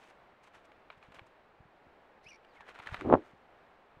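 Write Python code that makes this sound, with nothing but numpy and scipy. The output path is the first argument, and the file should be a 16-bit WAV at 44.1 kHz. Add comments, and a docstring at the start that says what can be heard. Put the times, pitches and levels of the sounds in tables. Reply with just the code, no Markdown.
"""Blackbirds in dry leaves

Blackbirds look for food over a low outdoor hiss: leaves crackle, wings thump softly and stalks snap.
One bird gives a short chirp that ends in a trill, and a faint, whistle-like tone falls after it.
Then a bird takes off and flies so close that the air it stirs buffets the microphone."""
import sys
import numpy as np
from scipy import signal
from scipy.fft import rfft, irfft, next_fast_len
from scipy.io import wavfile
from scipy.ndimage import map_coordinates

SR = 44100
rng = np.random.default_rng(int(sys.argv[2]) if len(sys.argv) > 2 else 0)


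def wav_record(signal):
    """Record a signal, one row per channel, as 16-bit PCM in the file named by sys.argv[1]."""
    frames = np.transpose(np.atleast_2d(signal))
    bounded = np.clip(frames, -1, 1)
    # unit amplitude maps onto the largest positive 16-bit level
    quanta = np.round(bounded * 32767).astype(np.int16)
    wavfile.write(sys.argv[1], SR, quanta)


N = 176400

# How loud the outdoor hiss is: time_s, level_db
HISS_LEVELS = [(0, -62.5), (1.2, -62.5), (1.8, -63), (3.3, -61.5), (4, -63)]
# Leaves stirred by feet and wings. Rise and fall each span 20 dB; "crisp" is the treble.
# peak_s, rise_s, fall_s, body_db, crisp_db
LEAF_STIRS = [(.035, 0.17, 0.13, -61.5, -75.5), (0.106, 0.07, 0.022, -58.5, -75),
              (.441, 0.014, 0.023, -57, -71), (0.476, 0.037, .025, -59.5, -77),
              (0.551, 0.033, 0.07, -58.5, -74), (0.654, 0.014, 0.012, -60, -72.5),
              (.92, 0.022, 0.061, -60, -83), (.977, .008, 0.016, -61.5, -78),
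              (1.035, 0.037, 0.11, -61, -81.5), (1.146, 0.0072, 0.021, -50.5, -66),
              (1.164, .008, 0.07, -58, -76), (1.268, 0.012, .02, -65, -76), (2.56, 0.067, 0.056, -62, -81),
              (2.608, 0.0089, 0.025, -53.5, -75), (2.694, 0.045, 0.044, -51.5, -70),
              (2.75, 0.013, 0.1, -51.5, -74), (2.794, .005, 0.027, -51, -76),
              (2.826, 0.017, 0.055, -50, -72.5), (2.869, 0.024, 0.059, -47, -71.5),
              (2.938, 0.052, 0.069, -46.5, -68), (2.969, 0.014, 0.067, -51, -75.5),
              (2.997, 0.036, 0.12, -51, -73.5), (3.09, .06, 0.27, -56, -79), (3.255, .035, 0.12, -65, -80)]
# Soft knocks of hops and wing flicks: time_s, level_db, pitch_hz
KNOCKS = [(0.568, -65, 79), (0.977, -55, 118), (1.088, -53, 129), (1.107, -52, 125), (1.173, -58, 100),
          (1.22, -51, 85.5), (1.6, -57, 100), (1.607, -54.5, 125), (1.657, -54.5, 120), (1.87, -52.5, 160),
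          (2.265, -54, 129), (2.604, -61, 70), (2.798, -55, 91), (2.869, -50.5, 92), (2.902, -53, 60),
          (2.926, -38, 70), (2.945, -47, 95), (2.986, -46.5, 40), (3.336, -48.5, 150), (3.972, -49, 150)]
# Stalks and stiff leaves breaking: start_s, body_db, crisp_db, fade_s (to fall 60 dB), ring_hz, ring_db
STALK_SNAPS = [(0.7187, -55.5, -77, 0.022, 2200, -51), (0.9021, -44, -76, 0.028, 2300, -41),
               (1.0275, -55, -80, .025, 2480, -44), (1.1205, -53.5, -73, 0.045, 1090, -54),
               (1.161, -60, -72, 0.014, 2770, -50), (1.1873, -53.5, -85, 0.022, 1150, -39),
               (1.1936, -45, -71, 0.018, 2240, -38.5), (2.448, -55, -77, 0.023, 2820, -53),
               (2.6075, -52.5, -75, 0.04, 960, -42), (2.7145, -58, -80, .03, 904, -55),
               (2.789, -48, -66.5, 0.06, 1260, -43), (2.8, -44, -77, 0.028, 2060, -41),
               (2.863, -44.5, -70.5, .025, 1410, -45), (2.8719, -36, -58, .016, 1770, -28.5),
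               (2.889, -51.5, -89, 0.06, 1520, -29.5), (2.9442, -29.5, -53.5, 0.016, 1376, -25),
               (2.968, -51.5, -76, .025, 1106, -38), (3.0105, -36, -58, 0.013, 1200, -27.5),
               (3.02, -43.5, -71, .012, 1400, -43.5), (3.312, -62, -80, .015, 3000, -62)]
# The chirp's note and the overtone an octave above it: time_s, pitch_hz, level_db, octave_db
CHIRP_NOTE = [(2.228, 1950, -82, -75), (2.258, 2170, -65, -85), (2.269, 2540, -53, -70),
              (2.282, 2676, -60.5, -72), (2.291, 3020, -55, -63.5), (2.299, 2830, -66, -66),
              (2.307, 2920, -66, -60.5), (2.311, 2374, -55.5, -78), (2.32, 2400, -55, -76),
              (2.368, 2390, -63, -82)]
# The quick pips that end the chirp: time_s, level_db
TRILL_PIPS = [(2.3205, -63), (2.3325, -59), (2.3465, -59), (2.36, -62)]
# The falling, whistle-like tone: time_s, pitch_hz, level_db
FALLING_NOTE = [(2.48, 4920, -90), (2.505, 4650, -82.5), (2.545, 3530, -84), (2.558, 2730, -76),
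                (2.569, 2250, -62), (2.592, 1900, -69), (2.632, 1640, -63.5), (2.66, 1830, -72),
                (2.69, 1770, -68)]
# The rush of air from the passing bird: time_s, strength_db
DRAUGHT_SWELL = [(2.95, -77), (2.995, -65), (3.023, -39.5), (3.038, -46), (3.052, -30.5), (3.09, -29.5),
                 (3.12, -24), (3.143, -20.5), (3.158, -29), (3.178, -37.5), (3.205, -50.5), (3.25, -61.5),
                 (3.32, -85.5)]
# Small whirls of air that hit the microphone: time_s, peak_db, width_s
AIR_WHIRLS = [(3.0693, -22.5, 0.00041), (3.1005, -15.5, 0.00024), (3.1109, -19.5, 0.00034),
              (3.1272, -4.5, 0.00028), (3.133, -19, 0.00022), (3.139, -3, .00035), (3.142, -11, 0.00019),
              (3.1465, -17.5, 0.00045), (3.1497, -14.5, 0.00025), (3.1534, -12, 0.00026),
              (3.174, -28, 0.00033)]

# Tone curves say how strong a sound is from low to high. All have: frequency_hz, relative_db
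HISS_TONE = [(20, -6), (50, -4.5), (100, -8.5), (170, -6), (260, -4.5), (400, -1.5), (780, 0.5), (1050, -3),
             (1600, -6.5), (2500, -13), (3300, -19.5), (4000, -23), (5000, -30.5), (6300, -36.5),
             (8000, -39), (10000, -44.5), (15500, -43.5)]  # outdoor air
TOP_LEAF_TONE = [(100, -20), (500, -1), (1000, 0), (1650, -1.5), (2700, -4.5), (4000, -14.5), (5200, -30.5),
                 (9000, -55.5)]  # body of the top leaves
DEEP_LEAF_TONE = [(100, -17.5), (500, -3.5), (1000, 1.5), (1650, 1), (2300, -3), (4000, -14.5), (5200, -30),
                  (9000, -52.5)]  # body of the deep leaves the bird pushes off from
CRISP_TONE = [(2000, -22.5), (4500, 2), (6500, 0.5), (9000, -5), (11500, -13.5), (15500, -19)]  # treble of dry leaves cracking
SCUFF_TONE = [(30, -2), (80, 4), (200, -5), (450, -24), (1500, -71)]  # leaves shifting under a knock
BEAK_TONE = [(6600, -13), (8000, -26), (9000, -21), (9800, -27), (11400, -27), (12500, -33)]  # high overtones let through by throat and beak, compared with the octave
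BREATH_TONE = [(1500, -14), (4000, 5), (5200, 6), (7500, -13), (11000, -8), (13000, -34)]  # airy part of the chirp
DRAUGHT_LOW_TONE = [(20, -27.5), (60, -11), (108, -1.5), (165, -14), (275, 3.5), (500, -5.5), (800, -15),
                    (1300, -34.5), (2500, -47.5), (5000, -83.5)]  # rumble of the rushing air
DRAUGHT_HIGH_TONE = [(100, -22), (350, -3), (700, -4), (1150, 3), (1500, -24.5), (2200, -29.5), (3200, -47),
                     (6000, -87.5)]  # its brighter part


def amp(db):
    """Turn decibels into a number to multiply a sound by."""
    return 10 ** (np.asarray(db) / 20)


def unit(x):
    """Scale a sound so that its average power is 1."""
    return x / np.sqrt(np.mean(x ** 2) + 1e-20)


def clock():
    """The time of each sample, in seconds."""
    return np.arange(N) / SR


def wobble(per_s):
    """A smooth curve through per_s random values each second."""
    return map_coordinates(rng.standard_normal(int(N * per_s / SR) + 4), [clock() * per_s])


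def colour(x, tone):
    """Filter a sound so that it follows a tone curve."""
    size = 2 * next_fast_len(N // 2 + 8192)
    hz, db = np.transpose(tone)
    log_hz = np.log(np.fft.rfftfreq(size, 1 / SR) + 1)
    gain = unit(amp(np.interp(log_hz, np.log(hz), db)))
    # These steps make the filter ring only after a click, never before it.
    log_response = irfft(np.log(gain + 1e-9))
    log_response[1:size // 2] *= 2
    log_response[size // 2 + 1:] = 0
    return irfft(rfft(x, size) * np.exp(rfft(log_response)))[:N]


def noise(tone):
    """Noise shaped by a tone curve, with an average power of 1."""
    return unit(colour(rng.standard_normal(N), tone))


def outdoor_hiss(waver_db=0.67):
    """The open air hisses quietly, and its level wavers a little."""
    level_db = np.interp(clock(), *np.transpose(HISS_LEVELS)) - waver_db * wobble(5)
    return amp(level_db) * noise(HISS_TONE)


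def crackle(cracks_per_s=1900, spread_db=4, rubbing=0.28):
    """Tiny cracks of uneven size, over the smooth rubbing of leaf on leaf."""
    cracks = (rng.random(N) < cracks_per_s / SR) * rng.choice([-1, 1], N)
    sizes = amp(spread_db * np.clip(rng.standard_normal(N), -2, 2))
    return unit(unit(cracks * sizes) + rubbing * rng.standard_normal(N))


def leaf_tone(body, crisp, push_off_s=(2.5, 2.8)):
    """Give a sound the tone of leaves, which shifts as the feet sink from the top layer to the deep one."""
    depth = np.interp(clock(), push_off_s, [0, 1])
    top = colour((1 - depth) * body, TOP_LEAF_TONE)
    return top + colour(depth * body, DEEP_LEAF_TONE) + colour(crisp, CRISP_TONE)


def rustles():
    """Each stir of the leaves makes a crackle that swells and fades."""
    t, body_power, crisp_power = clock(), np.zeros(N), np.zeros(N)
    for peak_s, rise_s, fall_s, body_db, crisp_db in LEAF_STIRS:
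        from_peak = np.maximum((peak_s - t) / rise_s, (t - peak_s) / fall_s)
        swell_db = -20 * np.minimum(from_peak, 10)
        body_power += amp(body_db + swell_db) ** 2
        crisp_power += amp(crisp_db + swell_db) ** 2
    return leaf_tone(np.sqrt(body_power) * crackle(), np.sqrt(crisp_power) * crackle())


def undergrowth_echo(x, level_db=-21, fade_s=0.35):
    """Stems and ground scatter the sound into a short, soft echo."""
    t = np.arange(SR // 3) / SR
    tail = rng.standard_normal(len(t)) * amp(-60 * t / fade_s)
    return amp(level_db) * signal.fftconvolve(x, tail / np.linalg.norm(tail))[:N]


def thumps(width_cycles=0.31, roughness=0.31, scuff_db=-14, scuff_fade_s=0.11):
    """A hop or wing flick makes one low, uneven swing of air pressure, and the leaves shift under it."""
    t, knocks, scuff = clock(), np.zeros(N), np.zeros(N)
    swirl = roughness * wobble(350)
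    for time_s, level_db, pitch_hz in KNOCKS:
        cycles = (t - time_s) * pitch_hz
        near = np.abs(cycles) < 2
        swell = np.exp(-(cycles[near] / width_cycles) ** 2)
        knocks[near] += amp(level_db) * swell * (np.sin(2 * np.pi * cycles[near]) + swirl[near])
        fade_db = -60 * np.abs(t - time_s) / scuff_fade_s
        scuff += amp(level_db + scuff_db + fade_db) * np.clip(cycles + 1, 0, 1)
    return knocks + scuff * noise(SCUFF_TONE)


def snaps(first_crack=4.5, ring_rise_s=0.0008, ring_fade_s=0.012, upper_ratio=1.7, upper_db=-13):
    """A stalk breaks with a sharp crack, splinters and rings briefly at two pitches."""
    body, crisp, rings = np.zeros((3, N))
    t = np.arange(SR // 10) / SR
    ring_shape = amp(-60 * t / ring_fade_s) * (1 - np.exp(-t / ring_rise_s))
    for start_s, body_db, crisp_db, fade_s, ring_hz, ring_db in STALK_SNAPS:
        start = round(start_s * SR)
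        span = slice(start, start + len(t))
        phase = 2 * np.pi * ring_hz * t
        ring = np.sin(phase) + amp(upper_db) * np.sin(upper_ratio * phase)
        rings[span] += amp(ring_db) * ring_shape * ring
        splinters = rng.standard_normal(len(t)) * amp(-60 * t / fade_s)
        splinters[0] = first_crack
        body[span] += amp(body_db) * splinters
        crisp[span] += amp(crisp_db) * splinters
    return leaf_tone(body, crisp) + rings


def note_curves(rows, jitter, edge_s=0.007):
    """A note's slightly unsteady pitch, and a loudness curve for each level column."""
    times_s, pitches_hz, *levels_db = np.transpose(rows)
    t = clock()
    pitch_hz = np.interp(t, times_s, pitches_hz) * (1 + jitter * wobble(370))
    fade = np.clip(np.minimum(t - times_s[0], times_s[-1] - t) / edge_s, 0, 1)
    return pitch_hz, *(np.sqrt(2) * fade * amp(np.interp(t, times_s, db)) for db in levels_db)


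def rough_tone(phase, roughness, per_s):
    """A pure tone made rough by quick random flutter."""
    flutter = wobble(per_s) * np.sin(phase) + wobble(per_s) * np.cos(phase)
    return np.sin(phase) + roughness * flutter


def chirp(rasp=0.22, trill_level_dip=0.55, trill_pitch_dip=0.092, breath_db=-75, puff_db=-70):
    """A bird's raspy note opens with a puff of breath, rises, falls and breaks into a trill."""
    t = clock()
    pitch_hz, gain, octave_gain = note_curves(CHIRP_NOTE, jitter=0.021)
    pip_count = np.interp(t, [time_s for time_s, _ in TRILL_PIPS], np.arange(len(TRILL_PIPS)))
    between_pips = np.sin(np.pi * pip_count) ** 2
    pitch_hz *= 1 - trill_pitch_dip * between_pips
    gain *= 1 - trill_level_dip * between_pips
    phase = 2 * np.pi * np.cumsum(pitch_hz) / SR

    def harmonic(k):
        """The tone at k times the pitch; higher ones are raspier."""
        return rough_tone(k * phase, k * rasp, per_s=1100)

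    note = gain * harmonic(0.99)
    overtones = harmonic(2.01)
    for k in (3, 4):
        overtones += amp(np.interp(k * pitch_hz, *np.transpose(BEAK_TONE))) * harmonic(k)
    breath = amp(breath_db) * (gain / gain.max()) ** 0.2  # loosely follows the note
    puff = amp(puff_db) * np.exp(-((t - 2.246) / 0.004) ** 2)  # a few milliseconds around 2.246 s
    return note + octave_gain * overtones + (breath + puff) * noise(BREATH_TONE)


def pips(top_hz=5660, width_s=0.0014, droop_hz=149):
    """The bird's trill has tiny high pips, each drooping in pitch at both ends."""
    t, out = clock(), np.zeros(N)
    for time_s, level_db in TRILL_PIPS:
        offset = (t - time_s) / width_s
        near = np.abs(offset) < np.pi
        phase = 2 * np.pi * np.cumsum(top_hz - droop_hz * offset[near] ** 2) / SR
        out[near] += amp(level_db) * np.exp(-offset[near] ** 2 / 2) * np.sin(phase)
    return out


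def falling_tone(roughness=0.62):
    """A distant bird's faint, rough, whistle-like note that falls in pitch, blurred through stems."""
    pitch_hz, gain = note_curves(FALLING_NOTE, jitter=0.0166)
    phase = 2 * np.pi * np.cumsum(pitch_hz) / SR
    return gain * unit(rough_tone(phase, roughness, per_s=280))


def settling_leaves(start_s=2.8, level_db=-80, fade_db_per_s=30, ticks_per_s=60, tick_fade_s=0.008):
    """Stirred leaves fall back with scattered dry ticks that die away."""
    t = clock()
    landings = (rng.random(N) < ticks_per_s / SR) * rng.random(N) ** 2
    tick_shape = amp(-60 * t[:SR // 20] / tick_fade_s)
    ticks = signal.fftconvolve(landings, tick_shape)[:N] * noise(CRISP_TONE)
    return unit(ticks) * (t > start_s) * amp(level_db - fade_db_per_s * np.abs(t - start_s))


def draught(low_db=-2, high_db=-4, brightening=2.6):
    """The passing bird churns the air, which sounds brighter as the rush grows stronger."""
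    strength_db = np.interp(clock(), *np.transpose(DRAUGHT_SWELL), left=-150, right=-150)
    peak_db = strength_db.max()
    rumble = amp(strength_db + low_db) * noise(DRAUGHT_LOW_TONE)
    bright_db = peak_db + high_db + brightening * (strength_db - peak_db)
    return rumble + amp(bright_db) * noise(DRAUGHT_HIGH_TONE)


def bump(time_s, width_s):
    """One smooth, bell-shaped pulse."""
    return np.exp(-np.minimum(((clock() - time_s) / width_s) ** 2 / 2, 100))


def whirls(wake_ratio=2.03, crack_db=-11.5, crack_s=0.0001):
    """Each whirl of air hits the microphone: a push with a wider suck around it and a thin crack inside."""
    out = np.zeros(N)
    for time_s, peak_db, width_s in AIR_WHIRLS:
        suction = bump(time_s, width_s * wake_ratio) / wake_ratio
        push = (bump(time_s, width_s) - suction) / (1 - 1 / wake_ratio)
        crack = amp(2 * peak_db + crack_db) * bump(time_s, crack_s)  # strong whirls crack far more
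        out += amp(peak_db) * push + crack
    return out


def scene():
    """Mix everything into one channel; the thumps and the sounds of the air get no echo."""
    in_undergrowth = rustles() + snaps() + settling_leaves() + chirp() + pips() + falling_tone()
    echo = undergrowth_echo(in_undergrowth)
    return (in_undergrowth + echo + thumps() + draught() + whirls() + outdoor_hiss())[None]


def record(dry, top_hz=15750):
    """Cut away the very highest treble, above top_hz."""
    size = next_fast_len(N + SR // 2)
    kept = np.fft.rfftfreq(size, 1 / SR) < top_hz
    return irfft(rfft(dry, size) * kept, size)[:, :N]


dry = scene()
out = record(dry)
wav_record(out)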